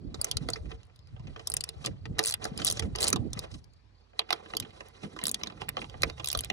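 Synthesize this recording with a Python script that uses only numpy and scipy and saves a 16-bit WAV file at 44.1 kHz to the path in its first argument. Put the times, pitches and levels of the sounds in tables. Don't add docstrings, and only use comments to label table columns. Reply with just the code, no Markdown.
import sys
import numpy as np
from scipy import signal
from scipy.fft import rfft, irfft, next_fast_len
from scipy.io import wavfile
from scipy.ndimage import uniform_filter1d

SR = 44100
rng = np.random.default_rng(int(sys.argv[2]) if len(sys.argv) > 2 else 0)


def gain_from_db(level_db):
    decades = np.asarray(level_db, float) / 20
    return 10 ** decades


def bounce(signal):
    frames = np.transpose(np.atleast_2d(signal))
    limited = np.clip(frames, -1, 1)
    pcm = np.round(limited * 32767).astype(np.int16)
    wavfile.write(sys.argv[1], SR, pcm)


N = 287928
T = np.arange(N) / SR
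MOVE_S = 3.9

# f/Hz, density/dB
AIR_COLOUR = [(88, -34.5), (150, 2.5), (680, -10), (1020, -8), (1360, -13.5), (3810, -18.5), (4470, -15.5),
              (10500, -43), (13600, -76.5), (17000, -120)]
# peak t/s, level/dB, flutter share/dB, fade/(dB per s)
GUSTS = [(.08, -41, 3.5, 50), (.44, -34, 0, 74), (.66, -32.5, -4, 197), (.74, -42.5, -10, 100),
         (1.13, -40, -17, 120), (1.28, -36.5, -1.5, 162), (1.55, -42, -12, 60.5), (1.88, -37.5, -1, 69),
         (2.11, -33, -1, 119), (2.6, -38, -0.5, 30), (2.86, -30.5, 0, 110), (3.18, -32, 3, 45),
         (3.55, -43.5, 0.5, 195), (4.63, -46, 2.5, 77), (5.06, -57, 22.5, 149), (5.3, -58.5, 14.5, 24),
         (5.39, -63, 8, 60), (5.5, -55, 8.5, 108), (5.79, -43.5, -2, 19), (6.05, -33.5, -6, 87),
         (6.4, -38.5, -9, 96), (6.53, -54.5, 29, 199)]
# f/Hz, density/dB
GUST_COLOUR = [(20, -36), (38, 4.5), (60, 3.5), (110, 5), (150, 0.5), (220, -59.5), (9500, -53),
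               (11500, -110)]
FLUTTER_COLOUR = [(100, -30), (150, 0.), (280, -3), (400, -14), (750, -28), (1300, -68), (9500, -72),
                  (11500, -120)]
# t/s, level/dB, f/Hz, left over right/dB
BUFFETS = [(0.061, -30, 72, -16), (0.18, -29.5, 96.9, 9), (0.355, -24.5, 108, 12), (0.411, -24, 158, -9),
           (0.454, -29.5, 87, -8.5), (0.601, -28.5, 80, 8), (0.654, -41, 135, 0), (0.733, -32, 73.4, 6),
           (0.988, -42, 110, 10), (1.132, -33, 121, 9.5), (1.198, -27, 140, 0), (1.267, -37, 143, 0),
           (1.514, -41, 115, 8), (1.761, -33.5, 108, 11.5), (1.862, -33, 294, -5), (1.913, -35, 151, -16),
           (2.103, -26, 138, -15), (2.516, -24, 207, 6), (2.834, -23.5, 88, -12), (3.012, -29.5, 101, 9),
           (3.152, -21, 175, -7.5), (3.19, -23.5, 110, -14), (3.26, -34.5, 73, -10), (3.287, -32.5, 77, -7),
           (3.365, -25.5, 177, 6.5), (3.541, -35.5, 83.4, 4), (4.609, -36.5, 98, 13),
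           (5.037, -27.5, 217, -3), (5.235, -29, 214, -3), (5.621, -33, 198, -5), (6.029, -35, 266, -3.5),
           (6.36, -26, 80, 7)]
# f/Hz, level/dB
MACHINE_TONES = [(53.8, -66), (91.5, -64), (134.6, -77.5)]

# t/s, handle level/dB, pawl level/dB
SNAPS_FIRST = [(0.214, -20, -14.5), (0.244, -19.5, -10), (0.3126, -13, -16), (0.369, -14.5, -15),
               (0.5013, -28, -21), (0.534, -16, -28.5), (0.96, -46.5, -47), (1.4723, -19, -16),
               (1.5, -39, -14), (1.5184, -22.5, -28), (1.539, -42.5, -12), (1.5671, -20.5, -14),
               (1.6076, -21, -23.5), (1.6389, -19.5, -19), (1.69, -22, -24), (1.8601, -16, -25),
               (2.323, -19, -24.5), (2.3395, -16, -12), (2.576, -22.5, -23.5), (2.7, -15.5, -12),
               (2.711, -19.5, -17), (2.724, -26.5, -15.5), (2.958, -21.5, -24), (3.3314, -23, -31),
               (3.3913, -20.5, -23), (3.642, -47.5, -55), (0.831, -44.5, -55), (.852, -69, -57),
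               (.868, -71, -63), (.991, -47.5, -62), (1.072, -47.5, -59), (3.305, -50.5, -57),
               (3.735, -59, -59)]
SNAPS_SECOND = [(4.568, -15, -15.5), (4.5996, -17, -14), (4.885, -48, -42), (5.238, -20.5, -11),
                (5.2543, -16, -17.5), (5.268, -30, -10.5), (5.281, -21, -15), (5.293, -19.5, -21),
                (5.314, -27, -15), (5.344, -15, -23), (5.6898, -18, -14), (6.02, -18.5, -21.5),
                (6.244, -21.5, -18), (6.2583, -24, -20), (6.2731, -19.5, -25), (6.286, -23, -16.5),
                (6.301, -16, -36), (6.315, -23, -19), (6.3284, -18.5, -12), (6.3738, -22.5, -15),
                (6.389, -18, -21), (6.407, -35, -17.5), (6.446, -21.5, -22.5), (5.897, -33.5, -51)]
# t/s, handle level/dB, pawl level/dB
BACK_SWINGS = [(2.229, -34.5, -29.5), (2.238, -18.5, -20.5), (2.249, -19, -19.5), (2.2583, -22.5, -13),
               (2.2684, -18.5, -16), (2.2745, -33, -17.5), (2.283, -20.5, -20.5), (2.291, -24, -17.5),
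               (2.298, -24.5, -17), (2.309, -20, -15.5), (2.6471, -18, -13), (2.652, -22.5, -22),
               (2.659, -17.5, -26.5), (2.667, -19.5, -12.5), (2.671, -15, -16), (2.677, -13.5, -18),
               (2.685, -14.5, -23), (2.698, -29.5, -31.5), (3.002, -24.5, -25.5), (3.006, -20.5, -17.5),
               (3.0105, -23, -16), (3.019, -28, -17.5), (3.028, -13.5, -13.5), (3.035, -23, -17.5),
               (3.041, -14, -18), (3.045, -28.5, -22), (3.054, -38, -44.5), (3.0687, -16, -27.5),
               (3.077, -14, -20), (3.082, -18, -10), (3.0898, -23, -15.5), (3.1017, -27, -14)]
# t/s, handle level/dB, cover level/dB, hollow level/dB
SOCKET_KNOCKS = [(0.4871, -23.5, -16, -26.5), (1.8481, -25.5, -26, -36), (1.867, -25, -21, -34.5),
                 (1.873, -32.5, -34, -31), (2.184, -24, -24.5, -37.5), (2.1907, -10.5, -13, -23.5),
                 (2.4413, -21, -49, -55), (2.4518, -24.5, -23, -28.5), (2.7943, -17.5, -23, -31),
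                 (2.9846, -24.5, -26, -34.5), (3.128, -10, -17, -23.5), (3.1594, -20.5, -20.5, -27),
                 (4.1916, -9.5, -16.5, -62), (4.3051, -13.5, -13, -54), (4.326, -17.5, -15, -37),
                 (4.3281, -10.5, -18.5, -31.5), (4.5362, -33, -22, -32.5), (4.55, -31.5, -42, -27.5),
                 (4.8059, -36, -27, -44), (5.189, -32, -25, -66), (5.434, -16, -28.5, -36.5),
                 (5.4709, -21.5, -28.5, -33), (5.617, -32, -20, -43.5), (5.6849, -49, -24.5, -55),
                 (5.7684, -31, -16.5, -32.5), (5.817, -53, -25.5, -62), (5.8423, -65, -28.5, -65),
                 (6.0328, -10, -13, -23.5), (6.098, -25.5, -27.5, -36), (6.3491, -13, -18, -33.5),
                 (6.4364, -24.5, -28.5, -47), (6.5, -19.5, -15.5, -43)]
# t/s, handle level/dB, cover level/dB
TAPS_FIRST = [(0.1426, -25, -31.5), (0.2668, -42, -32.5), (0.5576, -35, -28), (0.6555, -57, -46),
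              (0.706, -70, -43), (0.7143, -43.5, -32), (0.897, -71, -53), (1.1628, -62, -43),
              (1.195, -52, -45.5), (1.2698, -47, -41.5), (1.3608, -45, -30.5), (1.3939, -39.5, -32.5),
              (1.8416, -35, -34.5), (2.054, -40.5, -33.5), (2.4268, -44, -38), (2.5875, -31, -30),
              (2.5973, -28.5, -30), (2.6163, -25.5, -25), (2.7707, -28.5, -31.5), (2.8218, -34.5, -28),
              (2.9512, -35, -28), (3.35, -63, -44), (3.3725, -42.5, -32.5), (3.4445, -42.5, -41.5),
              (1.298, -60, -57), (2.125, -63, -50.5), (3.514, -45, -47), (3.54, -36, -41),
              (3.548, -57.5, -42)]
TAPS_SECOND = [(4.132, -69.5, -51), (4.214, -49, -36.5), (4.289, -36, -40), (4.458, -67, -35),
               (4.5017, -39.5, -38.5), (4.623, -32.5, -47), (4.6486, -45, -40), (4.7047, -42.5, -58),
               (5.033, -37, -31.5), (5.0464, -39, -37), (5.1632, -34, -29.5), (5.213, -33, -35.5),
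               (5.2285, -48, -30), (5.4121, -41, -38.5), (5.46, -41, -37), (5.4987, -43, -37),
               (5.604, -53.5, -39), (5.776, -40, -28), (5.8221, -54, -30), (5.52, -45.5, -40),
               (5.789, -52, -31.5), (6.232, -56, -40), (5.9405, -62, -34.5), (6.178, -39, -48),
               (6.1968, -28, -27), (6.4545, -38, -47)]
# f/Hz, width/Hz, level/dB
PAWL_MODES = [(8000, 900, -2), (8310, 960, 31.5), (9970, 400, 43), (10410, 500, 30.5), (14500, 2600, 27)]
HANDLE_MODES = [(3000, 400, -7), (3700, 400, -5), (4300, 400, -1), (4850, 400, 0.), (5700, 550, -5),
                (6600, 650, -7)]
COVER_MODES = [(670, 140, 5), (761.5, 57, -6), (979, 27.3, 2.5), (1220, 190, 3.5), (1834, 690, -1.5),
               (2400, 125, -8), (2900, 540, 6.5)]
HOLLOW_MODES = [(522.5, 60, -1.5), (335.4, 47, -1)]

# t/s, level/dB, t60/s
COVER_HUMS = [(.142, -48.5, 0.18), (.266, -43.5, 0.23), (.357, -42.5, .2), (.487, -33, 0.16),
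              (.558, -39, 0.19), (.655, -48.5, 0.23), (.706, -43, 0.19), (.722, -44.5, 0.22),
              (1.19, -56, 0.18), (1.27, -54.5, 0.17), (1.361, -42.5, 0.19), (1.394, -47.5, 0.21),
              (1.5, -50, 0.26), (1.55, -47, .25), (1.69, -50.5, .3), (1.845, -41.5, .2), (1.873, -35, 0.14),
              (2.056, -41.5, 0.2), (2.195, -31.5, 0.36), (2.452, -34, .2), (2.51, -40.5, .2),
              (2.59, -41, 0.27), (2.68, -40.5, 0.24), (2.794, -36.5, .3), (2.825, -34, 0.16),
              (2.958, -38, 0.27), (3.02, -35, .3), (3.07, -31.5, 0.2), (3.14, -34, 0.22), (3.372, -52, .25),
              (3.405, -48.5, .25), (4.192, -37, 0.19), (4.305, -37.5, 0.17), (4.326, -39, 0.18),
              (4.458, -53.5, .2), (4.545, -33.5, 0.18), (4.648, -43, 0.22), (4.806, -52.5, 0.19),
              (5.046, -48, .25), (5.163, -50, .2), (5.24, -46, 0.15), (5.434, -43, 0.27),
              (5.471, -43, 0.24), (5.615, -47, 0.17), (5.685, -50.5, .2), (5.772, -40, .2),
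              (6.033, -31.5, 0.2), (6.1, -46, .25), (6.197, -47.5, .2), (6.35, -43.5, .3)]
# t/s, f/Hz, level/dB, t60/s
STEEL_PINGS = [
    (5.346, 1930, -56, 0.33),
    (6.1, 3720, -54, 0.34),
    (0.565, 4700, -65, 0.32),
    (.99, 5100, -71, .5),
    (0.59, 630, -46, .2),
    (.715, 750, -52, .2),
]
# peak t/s, level/dB, brightness/dB, fade/(dB per s)
RUBS = [(.17, -62.5, -11, 124.5), (.28, -49, -15, 64), (.57, -53.5, -18, 204), (.54, -62.5, -5, 34),
        (1.52, -53, -12.5, 28.5), (1.83, -53, -11.5, 119), (1.865, -52, -4.5, 262), (2.21, -35.5, -18, 313),
        (2.28, -67.5, 30.5, 203), (2.45, -41, -12.5, 142), (2.68, -45.5, -2.5, 65),
        (3.04, -31, -7.5, 170.5), (3.39, -45.5, -15.5, 125.5), (3.545, -61, 7, 170), (.44, -48, -17, 57),
        (.71, -56, -15, 118.5), (4.19, -51.5, -10, 401), (4.33, -41, -16.5, 163), (4.52, -55, -15.5, 31),
        (4.78, -56, -16.5, 24), (5.04, -43, -9, 248), (5.2, -54.5, -12, 17), (5.39, -56, -17, 63),
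        (5.615, -43.5, -13, 352), (5.77, -45, -19, 348), (5.82, -62, 3, 99), (6.04, -52, -15, 43),
        (6.19, -52, -15, 300), (6.3, -55, -10, 22)]
# f/Hz, density/dB
RUB_COLOUR = [(200, -29), (400, 3.5), (700, 1), (1600, -9.5), (3000, -8.5), (7400, -27.5), (10300, -23.5),
              (11500, -52.5)]
# f/Hz, width/Hz, level/dB
RUB_RINGS = [(449, 30, 2.5), (755, 110, -15.5), (3900, 81, -9), (5870, 590, -5), (11000, 510, 2)]

# f/Hz, t60/s
BAY_DECAY = [(300, .09), (2000, .05), (12000, .015)]
# f/Hz, phase/rad
PORT_LEAD = [(0, 0), (430, 0.0), (690, -3.6), (1460, -5.6), (2670, -3.3), (3270, -3.6), (4050, -5.4),
             (4740, -3.8), (5250, 0.0), (5510, 0.3), (7490, 0.6), (8270, 1.5), (11000, 2.5), (12200, 3.05),
             (16500, 3.14)]
# f/Hz, level/dB
PORT_TILT_FIRST = [(60, -12.5), (130, -5), (290, -8.5), (640, -6.5), (1410, 0.5), (3100, -1), (6820, -2),
                   (15000, 3.5)]
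PORT_TILT_SECOND = [(60, -13.5), (130, -0.5), (290, -7.5), (640, -4.5), (1410, -4.5), (3100, -4),
                    (6820, -2), (15000, 2)]


def evened(x):
    return x / np.sqrt(np.mean(x ** 2) + 1e-20)


def read(points, hz):
    f, value = np.transpose(points)
    return np.interp(np.log(hz + 1), np.log(f + 1), value)


def drifting(shape, samples):
    once = uniform_filter1d(rng.standard_normal(shape), samples)
    return uniform_filter1d(once, samples)


def noise(colour, patchy_db, size=1024, channels=1):
    hz = np.fft.rfftfreq(size, 1 / SR)
    draws = rng.standard_normal((3, channels, N * 4 // size + 5, len(hz)))
    a, b, patches = draws.transpose(0, 1, 3, 2)
    patches = evened(uniform_filter1d(uniform_filter1d(patches[0], 8, 0), 6, 1))
    z = (a + 1j * b) * gain_from_db(read(colour, hz)[:, None] + patchy_db * patches)
    return evened(signal.istft(z, nperseg=size, noverlap=size * 3 // 4)[1][:, :N])


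def swells(rows, rise, steeper, rest_db, side_rest_db):
    s, db, side_db, fade = np.transpose(rows)[:, :, None]
    t = T[::64]
    slope_db = abs(fade * (t - s)) * np.where(t < s, rise, 1)
    layers = [(db - slope_db, rest_db), (db + side_db - steeper * slope_db, side_rest_db)]
    levels = []
    for layer_db, rest in layers:
        level = np.sqrt((gain_from_db(layer_db) ** 2).sum(0) + gain_from_db(rest) ** 2)
        levels.append(uniform_filter1d(np.interp(T, t, level), size=128))
    return levels


def wind():
    same = np.where(T < MOVE_S, .25, .85)
    lumps = evened(drifting((2, N), 900))
    push, flutter = swells(GUSTS, rise=1.24, steeper=2.35, rest_db=-67.5, side_rest_db=-81)
    pressure = evened(gain_from_db(2.2 * lumps) * noise(GUST_COLOUR, 1.5, size=2048, channels=2))
    ripple = evened(gain_from_db(4.5 * np.tanh(lumps)) * noise(FLUTTER_COLOUR, 2.5, channels=2))
    left, right = gain_from_db(-6) * push * pressure + gain_from_db(-5) * flutter * ripple
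    return np.array([same * right + np.sqrt(1 - same ** 2) * left, gain_from_db(4.0) * right])


def thumps():
    turns, sag, level_db = 0.85, 0.12, -6
    out = np.zeros((2, N + 8192))
    starts = rng.uniform(0, 2 * np.pi, (len(BUFFETS), 2))
    for (s, db, hz, pan_db), start in zip(BUFFETS, starts):
        u = np.arange(8192) / SR * hz / turns
        port_phase = np.array([[0], [.2 * start[1]]])
        swing = np.sin(2 * np.pi * turns * u ** (1 - sag) + start[0] + port_phase)
        level = gain_from_db(db + level_db + pan_db * np.array([[.5], [-.5]]))
        out[:, round(s * SR):][:, :8192] += level * (u * np.exp(1 - u)) ** 2 * swing
    return out[:, :N]


def air():
    a, b = gain_from_db(-72) * noise(AIR_COLOUR, 2.5, channels=2)
    return np.array([1.9 * a + 0.2 * b, b])


def insect():
    turns = (32.5 * T) % 1
    chirp = np.maximum(np.cos(2 * np.pi * 4.066 * (T - .8)) + .3, 0)
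    voices = [(4900 - 400 * turns, 0.), (4350 - 300 * turns, -6)]  # f/Hz, level/dB
    wobble_hz = 60 * evened(uniform_filter1d(rng.standard_normal(N), 300))
    song = sum(gain_from_db(db) * np.sin(2 * np.pi * np.cumsum(hz + wobble_hz) / SR) for hz, db in voices)
    return gain_from_db(-79) * evened(song * chirp ** 0.5 * np.sin(np.pi * turns) ** 2.5)


def drone():
    out = np.zeros(N)
    for hz, db in MACHINE_TONES:
        level_drift, pitch_drift = [evened(drifting(N, 3000)) for _ in range(2)]
        phase = 2 * np.pi * np.cumsum(hz + 4.7 * pitch_drift) / SR
        out += gain_from_db(db + 1.4 * level_drift) * np.sin(phase)
    return out


def body(modes, hz, luck, detune, uneven_db, blunt_hz):
    f, width, db = np.transpose(modes)[:, :, None]
    luck = luck[:len(f)]
    width = np.maximum(width, (f - 390) / 5.5)
    f = f * (1 + detune * luck[:, :1])
    resonance = 1j * hz * width / (f ** 2 - hz ** 2 + 1j * hz * width)
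    ring = gain_from_db(db + uneven_db * luck[:, 1:]) * resonance * np.sign(luck[:, :1])
    return ring.sum(0) / (1 + 1j * hz / blunt_hz) ** 3


def contacts(rows, strike, rise, handle_pitch):
    out = np.zeros((2, N + 8192))
    t, hz = np.arange(4096) / SR, np.fft.rfftfreq(8192, 1 / SR)
    luck = rng.standard_normal((len(rows), 5, len(COVER_MODES), 2))
    shake = rng.standard_normal((len(rows), 4096))
    for (s, handle_db, pawl_db, cover_db, hollow_db, t60), u, rattle in zip(rows, luck, shake):
        fade = gain_from_db(-60 * t / np.clip(t60, .004, .2)) * (1 - np.exp(-t / rise))
        fade *= 1 + 1.1 * np.exp(-t / 0.00053)
        hit = strike * np.exp(-2j * np.pi * hz * 1.4 * rise)
        drive = hit + rfft(rattle * abs(rattle) ** 0.2 * fade, 8192)

        sharp = 1.12 if s > MOVE_S else 1
        pitch = handle_pitch if s > MOVE_S else 1
        pawl = [(f * sharp, width, db) for f, width, db in PAWL_MODES]
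        handle = [(f * pitch, width, db) for f, width, db in HANDLE_MODES]
        # modes, level/dB, detune, unevenness/dB, bluntness/Hz
        parts = [(pawl, pawl_db, .05, 2.5, 16000),
                 (handle, handle_db - 1.5, .04, 2.5, 9000),
                 (COVER_MODES, cover_db - 2.1, .04, 2.5, 3500),
                 (HOLLOW_MODES, hollow_db - 5, .05, 1.5, 900)]
        sound = np.zeros(8192)
        for (modes, db, *touch), v in zip(parts, u):
            ring = irfft(drive * body(modes, hz, v, *touch))
            sound += gain_from_db(db) * ring / abs(ring).max()

        sway = gain_from_db(2.1 * u[4, 0, 0]) * np.exp(.3j * u[4, 0, 1])
        sway = sway ** (1.0 + 0.3 / (1 + (hz / 9000) ** 4))
        out[:, round(s * SR):][:, :8192] += [irfft(rfft(sound) * sway), sound]
    return out[:, :N]


def pawl_snaps():
    single = [(row, .011 if row[0] < MOVE_S else .0095) for row in SNAPS_FIRST + SNAPS_SECOND]
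    hurried = [(row, .012) for row in BACK_SWINGS]
    rows = []
    for (s, handle, pawl), rattle_s in single + hurried:
        cover = max(handle, pawl) - 18
        rows.append((s, handle, pawl, cover, cover - 17, rattle_s))
    return contacts(rows, strike=3.1, rise=0.0007, handle_pitch=1.0)


def socket_knocks():
    rows = []
    for s, handle, cover, hollow in SOCKET_KNOCKS:
        jolt_db, rattle_s = (-3.5, .015) if s < MOVE_S else (-11, .01)
        rows.append((s, handle, 1.19 * handle + jolt_db, cover, hollow, rattle_s))
    return contacts(rows, strike=2.5, rise=.001, handle_pitch=.86)


def light_taps():
    rows = [(s, handle, handle - 22, cover, cover - 7.5, .03) for s, handle, cover in TAPS_FIRST + TAPS_SECOND]
    return contacts(rows, strike=.6, rise=.0015, handle_pitch=.68)


def rings():
    hum_hz, rise_s = 448, .008
    rows = [(s, hum_hz, db, t60) for s, db, t60 in COVER_HUMS] + STEEL_PINGS
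    out, t = np.zeros(N + 16384), np.arange(16384) / SR
    for (s, hz, db, t60), u in zip(rows, rng.standard_normal((len(rows), 3))):
        turns = hz * (1 + .006 * u[0]) * t + .04 * np.sin(2 * np.pi * 22 * t + u[1])
        fade_db = 60 * (t / np.clip(.56 * t60, .05, .8)) ** 1.7
        level = gain_from_db(db - 5 - fade_db) * (1 - np.exp(-t / rise_s))
        out[round(s * SR):][:16384] += level * np.sin(2 * np.pi * turns + u[2])
    return out[:N]


def scrape():
    slips = gain_from_db(0.73 * np.minimum(rng.exponential(1, N), 5)) * (rng.random(N) < 1500 / SR)
    clumps = np.sqrt(0.31 + signal.oaconvolve(slips ** 2, np.exp(-np.arange(400) / 90))[:N] / 60)
    rub = noise(RUB_COLOUR, 2.5, size=256)[0] * clumps
    singing = [gain_from_db(db) * signal.lfilter(*signal.iirpeak(hz, hz / width, SR), rub)
               for hz, width, db in RUB_RINGS]
    rub = rub + sum(singing)
    rub = rub * gain_from_db(3.3 * evened(drifting(N, 700)))
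    dull = signal.sosfilt(signal.butter(4, 5000, fs=SR, output="sos"), rub)
    bright = signal.sosfilt(signal.butter(4, 5000, "high", fs=SR, output="sos"), rub)
    press, sheen = swells(RUBS, rise=1.36, steeper=2.36, rest_db=-91.5, side_rest_db=-95)
    return gain_from_db(-2.0) * press * evened(dull) + gain_from_db(4.5) * sheen * evened(bright)


def bay(x):
    echoes = np.zeros((2, 12000))
    at = np.arange(60, 11980, 20) + rng.integers(0, 20, (2, 596))
    np.put_along_axis(echoes, at, rng.choice([-1., 1.], at.shape), 1)
    hz, t, z = signal.stft(echoes, SR, nperseg=128)
    tail = signal.istft(z * gain_from_db(-60 * t / read(BAY_DECAY, hz)[:, None]), SR, nperseg=128)[1]
    return signal.fftconvolve(x[None], tail / np.linalg.norm(tail[0]), axes=1)[:, :N]


def ports(x, tilt):
    size = next_fast_len(N + 4096)
    hz = np.fft.rfftfreq(size, 1 / SR)
    half = gain_from_db(read(tilt, hz) / 2)
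    lead = np.interp(hz, *np.transpose(PORT_LEAD))
    turn = np.array([half * np.exp(1j * lead), 1 / half])
    return irfft(rfft(x, size) * turn, size)[:, :N]


def scene():
    tool = pawl_snaps() + socket_knocks() + light_taps() + scrape() + rings()
    sound = tool + gain_from_db(-9) * bay(tool[1]) + air() + insect() + drone()
    first_bolt = ports(sound * (T < MOVE_S), PORT_TILT_FIRST)
    second_bolt = ports(sound * (T >= MOVE_S), PORT_TILT_SECOND)
    return first_bolt + second_bolt + wind() + thumps()


def roll_off(x):
    return signal.sosfilt(signal.butter(12, 16840, fs=SR, output="sos"), x)


def record(dry):
    low_cut = signal.butter(4, 42, "high", fs=SR, output="sos")
    band_limit = signal.firwin(511, 16500, fs=SR)
    mix = signal.oaconvolve(signal.sosfilt(low_cut, dry), band_limit[None], "same")
    return roll_off(mix)


dry = scene()
out = record(dry)
bounce(out)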